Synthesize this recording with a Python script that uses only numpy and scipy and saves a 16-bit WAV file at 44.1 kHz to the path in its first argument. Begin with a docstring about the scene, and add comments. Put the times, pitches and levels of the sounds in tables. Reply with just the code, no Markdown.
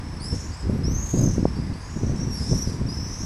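"""On a balcony a town rumbles steadily with a thin whine, and gusts buffet the microphone as shaped noise.
At once a farther swift screams, and others follow: fluttering whistles that climb to a top pitch and sag.
Soon brief chips and screams come from close by, arching in pitch with a noisy rasp; two break into trills.
House walls throw every bird back as echoes and a diffuse tail; from 0.9 s eddies also thump the microphone.
Near the end two close swifts scream over each other."""
import sys
import numpy as np
from scipy import signal
from scipy.fft import rfft, irfft
from scipy.io import wavfile
from scipy.ndimage import uniform_filter1d

SR = 44100
rng = np.random.default_rng(int(sys.argv[2]) if len(sys.argv) > 2 else 0)


def transcribe(u):
    """Save the signal u as a 16-bit wav file named by the first command-line argument.

    u: samples, shape (n,) or (channels, n), limited to [-1, 1]; the rate is SR.
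    q: integer samples, one column per channel.
    """
    v = np.clip(np.atleast_2d(u).T, -1, 1)
    q = np.round(v * 32767).astype(np.int16)
    wavfile.write(sys.argv[1], SR, q)


N = 143325
T = np.arange(N) / SR

# All bird levels below are those at the bird, before the gains to the balcony.
# Steady town bed, spectral outline: frequency_hz, relative_level_db
TOWN_SPECTRUM = [(20, -11.5), (60, 1.5), (130, 0), (250, -13.5), (400, -14.5), (800, -14.5), (1000, -11),
                 (1350, -18), (1650, -16.5), (2300, -21), (3300, -28.5), (4300, -27.5), (5500, -22),
                 (7000, -35), (10500, -36), (13000, -52), (15700, -54)]
# Wind at the microphone, breakpoints before trim: time_s, buffeting_db, deep_rumble_db
GUSTS = [(0.0, -36, -37), (0.235, -34.5, -37.5), (0.304, -34, -43), (0.332, -22, -24), (0.41, -44, -39),
         (0.425, -36.5, -43), (0.5, -36, -29.5), (0.575, -52, -46), (0.655, -30.5, -25),
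         (0.704, -19.5, -29), (0.79, -26, -35), (0.885, -24, -25), (1.126, -39, -34.5), (1.14, -17.5, -34),
         (1.274, -16, -35), (1.3, -24, -25), (1.366, -27.5, -36), (1.385, -19.5, -32), (1.555, -34, -30.5),
         (1.595, -22, -36), (1.63, -31.5, -31), (1.719, -27, -37), (1.82, -44.5, -42),
         (1.936, -38.5, -36.5), (1.974, -21, -55), (1.99, -34, -43), (2.025, -22.5, -35.5),
         (2.078, -27, -24.5), (2.116, -20, -30), (2.17, -29, -41.5), (2.271, -22, -33), (2.365, -36, -37.5),
         (2.411, -28, -28), (2.48, -31.5, -35.5), (2.521, -15.5, -29), (2.64, -36.5, -36),
         (2.685, -27, -28.5), (2.78, -31, -51), (2.818, -23, -26), (2.925, -28.5, -42), (2.94, -39, -43),
         (2.97, -28.5, -33), (3.165, -39.5, -38), (3.25, -28, -29.5)]
# Buffeting of the gusts, spectral outline: frequency_hz, relative_level_db
BUFFET_SPECTRUM = [(30, -11), (80, -6.5), (130, 3), (220, -2.5), (330, -11), (500, -21), (800, -49),
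                   (1500, -101)]
# Deep rumble of the gusts, spectral outline: frequency_hz, relative_level_db
DEEP_SPECTRUM = [(10, -42), (25, -9.5), (60, 0.5), (90, 1.5), (140, -23.5), (300, -48.5)]
# Sharp eddies of strong gusts, spectral outline: frequency_hz, relative_level_db
EDDY_SPECTRUM = [(100, 3), (250, -4), (380, -6), (600, -10), (900, -24), (1500, -35), (3000, -63)]
# Hiss in the swifts' voice, spectral outline: frequency_hz, relative_level_db
RASP_SPECTRUM = [(2500, -18), (3700, -4), (4600, -4.5), (5800, -1), (7000, 0.5), (8300, -2), (9500, -9),
                 (10900, -8.5), (11900, -15), (15000, -39)]
# Farther swifts, one scream a row: start_s, length_s, top_pitch_hz, whistle_db, octave_db, flutter_amount
FAR_SCREAMS = [(-.05, 0.18, 5320, -51, -73, 0.4), (0.335, .15, 6590, -47.5, -80, 1.2),
               (0.509, .15, 5090, -46, -73, .8), (.68, 0.12, 5640, -53.5, -61, 0.2),
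               (1.157, .2, 5270, -47, -70, 0.65), (1.386, 0.12, 5360, -48.5, -82, 0.47),
               (1.46, 0.13, 5520, -49, -64, 0.06), (1.548, 0.16, 4990, -48.5, -68, .5),
               (1.72, .15, 4834, -50, -60, 0.6), (1.798, 0.23, 6620, -52, -85, 1.06),
               (1.865, 0.12, 5550, -50, -70, .8), (1.959, .18, 6060, -47, -74, .6),
               (2.019, .12, 5630, -48, -79, .6), (2.33, .14, 4845, -44, -60, 0.83),
               (2.449, 0.14, 5820, -40, -73, .8), (3.067, .15, 5230, -41.5, -58, 0.25)]
# Short chips close by: centre_s, pitch_hz, whistle_db, octave_db, half_tone_db (the voice doubles its period)
CHIPS = [(.141, 5270, -42.5, -59, -72), (.173, 5300, -42, -57, -72), (.238, 5000, -43, -56, -47),
         (.258, 5200, -48, -56, -42), (.285, 5320, -45, -56, -45), (.544, 5050, -45, -68, -44.5),
         (0.575, 5450, -46, -68, -49), (.608, 5300, -49, -66, -48), (2.21, 6030, -42, -70, -72),
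         (2.236, 5890, -34, -70, -72), (2.628, 5760, -25, -47, -72)]
# Close swifts, one curve a scream: time_s, pitch_hz, whistle_db, octave_db, rasp_db, flutter_amount
CLOSE_SCREAMS = [
    [(.2, 4240, -47, -54, -68, .2), (.222, 4750, -39, -40, -60, 0.65), (.255, 5100, -37, -45, -55, 0.7),
     (.29, 5245, -29.5, -47, -55, 0.3), (.345, 5424, -38, -61, -44.5, 0.47),
     (.42, 5520, -41, -66, -52, 1.1), (.5, 5650, -51, -73, -62, 1.2)],
    [(.834, 5020, -38, -59, -70, 0.17), (.865, 5570, -31.5, -57, -70, .05),
     (.91, 6020, -36, -53, -65, 0.24), (.98, 6360, -31, -53, -69, 0.44),
     (1.06, 6460, -35.5, -53, -48.5, 0.86), (1.195, 6494, -33.5, -53, -43.5, 0.78),
     (1.215, 6350, -30.5, -45, -44, 0.36), (1.305, 6030, -36, -62, -56, 1),
     (1.335, 5580, -40.5, -74, -46.5, 0.8), (1.38, 5300, -47, -75, -53, 1)],
    [(2.16, 5386, -42, -70, -46, 0.54), (2.225, 5620, -39, -71, -60, 0.36),
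     (2.3, 5604, -43, -62, -55, 0.64), (2.345, 5530, -31.5, -44, -49.5, 0.3),
     (2.43, 5120, -36, -53, -43, 0.77), (2.51, 5320, -33.5, -57, -44.5, 0.86),
     (2.595, 5560, -33, -47.5, -46, .8), (2.63, 5740, -29, -51, -45, 0.27),
     (2.65, 5310, -37, -63, -53, 0.66), (2.68, 4770, -40, -52, -51, 1), (2.76, 4950, -48.5, -66, -50, 1.1)],
    [(2.885, 4780, -37, -54, -58, 0.19), (2.908, 5076, -29.5, -51.5, -53, 0.2),
     (2.95, 5200, -35, -56, -53, 0.55), (3.03, 5330, -38, -64, -64, 0.81),
     (3.1, 5450, -41.5, -71, -62, 0.82), (3.2, 5690, -38.5, -66, -59, 0.94),
     (3.25, 5470, -34.5, -58, -50, 0.45)],
    [(2.865, 5400, -40, -58, -60, 0.15), (2.895, 5730, -43.5, -64, -73, 0.04),
     (2.96, 5960, -45, -62, -62, 0), (3.05, 5913, -39, -62.5, -66, 0.32), (3.14, 6090, -42, -67, -64, 0.6),
     (3.21, 6160, -39, -69, -55, .8), (3.25, 6120, -42, -66, -52, 0.84)],
]
# Where the close screams break into pulses: start_s, end_s, depth (0-1)
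TRILLS = [(1.185, 1.38, 0.82), (2.644, 2.763, 0.3)]
# Single echoes of nearby walls: delay_s, level_db
ECHOES = [(.0045, -10.5), (0.014, -10), (.029, -16.5), (.058, -14.5)]
# Single eddies thumping the microphone: centre_s, peak_db, width_s
THUMPS = [(0.883, -14, 0.0013), (1.274, -20, 0.0013), (1.382, -12.5, 0.0011), (1.4548, -5.5, 0.00066),
          (2.035, -13, 0.0012), (2.532, -14, 0.00078), (2.675, -19, 0.0012)]

TOWN_DB, WHINE_DB = -40, -66  # rms
WHINE_HZ, WHINE_WAVER_HZ = 7870, 24.9  # mean pitch, rms waver
BUFFET_TRIM_DB, DEEP_TRIM_DB, LUMPY_DB = -1, 2.5, 4
STRONG_GUST_DB, EDDY_DB = -24, -13.5  # reference gust before trim, eddies relative to it
EDDY_GROWTH = 1.42  # dB of eddies per dB of gust

FLUTTER_HZ, FLUTTER_RATE_SPREAD = 273, .08  # mean rate, relative rms
# Swings at a flutter amount of 1
FLUTTER_SWING_HZ, JITTER_HZ, FLUTTER_DEPTH = 278, 85, .5
WANDER_HZ = 26  # rms
FAR_SAG, FAR_RASP_DB, FAR_EDGE_S = 0.11, -13, 0.024  # share of top pitch, relative to whistle, fade time
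FAR_UNEVEN_DB, CLOSE_UNEVEN_DB = 3.2, 2.2
CHIP_S, CHIP_JITTER_HZ = .024, 130  # length, rms
TRILL_HZ = 40.2  # pulses per second

DIRECT_DB = -4.5  # gain of the birds' direct sound and single echoes
STREET_T60_S, STREET_BUILD_S = .5, 0.061
CLOSE_STREET_DB, FAR_STREET_DB = -13.5, -8.5
BIRD_TREBLE_HZ, RECORDER_EDGE_HZ = 12500, 15750


def amp(db):
    """Decibels to gain."""
    return 10 ** (np.asarray(db) / 20)


def unit(x):
    """Scales to rms 1."""
    return x / np.sqrt(np.mean(x ** 2) + 1e-20)


def noise(spectrum):
    """Steady noise of rms 1 with the given spectral outline and nothing above it."""
    hz, db = np.transpose(spectrum)
    log_f = np.log(np.fft.rfftfreq(N, 1 / SR) + 1)
    outline_db = np.interp(log_f, np.log(hz), db, right=-np.inf)
    return unit(irfft(rfft(rng.standard_normal(N)) * amp(outline_db), N))


def drift(rate_hz):
    """Smooth random motion of rms 1, weak above a rate."""
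    f = np.fft.rfftfreq(N, 1 / SR)
    return unit(irfft(rfft(rng.standard_normal(N)) / (1 + (f / rate_hz) ** 4), N))


def steadied(x, size=1800):
    """Evens out the slow swells of a noise, so that the gusts set its level."""
    power = abs(uniform_filter1d(x ** 2, size))
    return x / np.sqrt(power + 1e-3)


def town():
    """Distant traffic as steady noise, with a faint, thin whine that wavers in pitch."""
    whine_hz = WHINE_HZ + WHINE_WAVER_HZ * drift(150)
    whine = np.sqrt(2) * np.sin(2 * np.pi * np.cumsum(whine_hz) / SR)
    return amp(TOWN_DB) * noise(TOWN_SPECTRUM) + amp(WHINE_DB) * whine


def wind():
    """Lumpy turbulence on the microphone; strong gusts shed sharper eddies."""
    s, buffet_db, deep_db = np.transpose(GUSTS)
    gust_db = np.interp(T, s, buffet_db)
    rumble_db = np.interp(T, s, deep_db)
    lumps = amp(LUMPY_DB * drift(78))
    body = steadied(noise(BUFFET_SPECTRUM) * lumps) * amp(gust_db + BUFFET_TRIM_DB)
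    # Eddies rise faster than the gust that sheds them
    eddy_db = STRONG_GUST_DB + EDDY_DB + EDDY_GROWTH * (gust_db - STRONG_GUST_DB)
    eddies = unit(noise(EDDY_SPECTRUM) * lumps) * amp(eddy_db)
    rumble = steadied(noise(DEEP_SPECTRUM)) * amp(rumble_db + DEEP_TRIM_DB)
    return body + eddies + rumble


def syrinx():
    """Irregularities of the voice: fast flutter, jitter, slow wander, uneven effort and rasp."""
    flutter_hz = FLUTTER_HZ * (1 + FLUTTER_RATE_SPREAD * drift(30))
    flutter = np.sin(2 * np.pi * np.cumsum(flutter_hz) / SR)
    jitter, wander = drift(406), drift(48.5)
    effort = np.clip(drift(82), -2, 2)
    return np.array([flutter, jitter, wander, effort, noise(RASP_SPECTRUM)])


def scream(voice, hz, whistle_db, octave_db, rasp_db, rough, uneven_db):
    """A whistle with its octave and a hissing rasp; flutter shakes its pitch and level."""
    at = rng.integers(N - len(hz))  # a random stretch of the voice
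    flutter, jitter, wander, effort, rasp = voice[:, at:at + len(hz)]
    shake_hz = rough * (FLUTTER_SWING_HZ * flutter + JITTER_HZ * jitter)
    phase = 2 * np.pi * np.cumsum(hz + shake_hz + WANDER_HZ * wander) / SR
    tone = amp(whistle_db) * np.sin(phase) + amp(octave_db) * np.sin(2 * phase)
    level = unit(amp(uneven_db * effort)) * (1 + FLUTTER_DEPTH * rough * flutter)
    return level * (np.sqrt(2) * tone + amp(rasp_db) * rasp)


def far_swifts(voice):
    """Distant screams: each climbs to its top pitch and sags a little."""
    out = np.zeros(N)
    for start, length, top_hz, whistle_db, octave_db, rough in FAR_SCREAMS:
        on = (T >= start) & (T < start + length)
        u = (T[on] - start) / length
        hz = top_hz * (1 - FAR_SAG * abs(1 - u / 0.72) ** 2.8)  # top at 72 % of the length
        edge_s = np.minimum(u, 1 - u) * length
        gate = np.sqrt(np.clip(edge_s / FAR_EDGE_S, 0, 1))
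        rasp_db = whistle_db + FAR_RASP_DB
        out[on] += gate * scream(voice, hz, whistle_db, octave_db, rasp_db, rough, FAR_UNEVEN_DB)
    return out


def chips():
    """Brief squeaks close by, some with a partial halfway to the octave."""
    out = np.zeros(N)
    jitter = CHIP_JITTER_HZ * drift(360)
    for s, hz, whistle_db, octave_db, half_db in CHIPS:
        on = abs(T - s) < CHIP_S / 2
        phase = 2 * np.pi * np.cumsum(hz + jitter[on]) / SR
        tone = amp(whistle_db) * np.sin(phase) + amp(octave_db) * np.sin(2 * phase)
        tone += amp(half_db) * np.sin(1.5 * phase)
        swell = np.cos(np.pi * (T[on] - s) / CHIP_S)
        out[on] += np.sqrt(2) * swell * tone
    return out


def close_swifts(voice, attack_s=0.0013, release_s=0.022, trill_attack_s=0.0012):
    """Close screams on drawn curves; trills chop them into pulses that start sharply and die away."""
    out = np.zeros(N)
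    for curve in CLOSE_SCREAMS:
        s, *controls = np.transpose(curve)
        on = (T >= s[0]) & (T < s[-1] + release_s)
        t = T[on]
        rise = np.clip((t - s[0]) / attack_s, 0, 1)
        fall = np.clip(1 - (t - s[-1]) / release_s, 0, 1)
        settings = [np.interp(t, s, c) for c in controls]
        out[on] += rise * fall * scream(voice, *settings, CLOSE_UNEVEN_DB)
    for start, end, depth in TRILLS:
        on = (T >= start) & (T < end)
        u = (T[on] - start) * TRILL_HZ % 1  # position within each pulse
        pulse = np.minimum(u / TRILL_HZ / trill_attack_s, 1) * np.exp(-(2 * u) ** 4)
        out[on] *= unit(1 - depth + depth * pulse)
    return out


def walls(x):
    """Adds single delayed echoes from the nearest walls."""
    return x + sum(amp(db) * np.pad(x, (int(s * SR), 0))[:N] for s, db in ECHOES)


def street(x):
    """Diffuse tail between the houses: noise that builds up and then decays."""
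    t = T[:SR]
    decay = amp(-60 * t / STREET_T60_S)
    tail = rng.standard_normal(SR) * decay * (1 - np.exp(-t / STREET_BUILD_S))
    return signal.fftconvolve(x, tail / np.linalg.norm(tail))[:N]


def soften_treble(x):
    """Softens the highest treble of the birds."""
    f = np.fft.rfftfreq(N, 1 / SR)
    return irfft(rfft(x) / np.sqrt(1 + (f / BIRD_TREBLE_HZ) ** 16), N)


def thumps():
    """Each passing eddy pushes and then pulls on the microphone."""
    out = np.zeros(N)
    for s, db, width in THUMPS:
        u = (T - s) / width
        push = -u / (1 + u ** 2 / 2) ** 2.8
        out += amp(db) * push / push.max()
    return out


def scene():
    """The balcony: birds between the walls, wind on the microphone, town beyond."""
    voice = syrinx()
    close = close_swifts(voice) + chips()
    far = far_swifts(voice)
    direct = amp(DIRECT_DB) * walls(close + far)
    diffuse = street(amp(CLOSE_STREET_DB) * close + amp(FAR_STREET_DB) * far)
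    return (soften_treble(direct + diffuse) + wind() + thumps() + town())[None]


def record(dry):
    """The recorder's band limit, a steep low-pass."""
    lowpass = signal.firwin(511, RECORDER_EDGE_HZ, window=("kaiser", 9), fs=SR)
    return signal.oaconvolve(dry, lowpass[None], "same")


dry = scene()
out = record(dry)
transcribe(out)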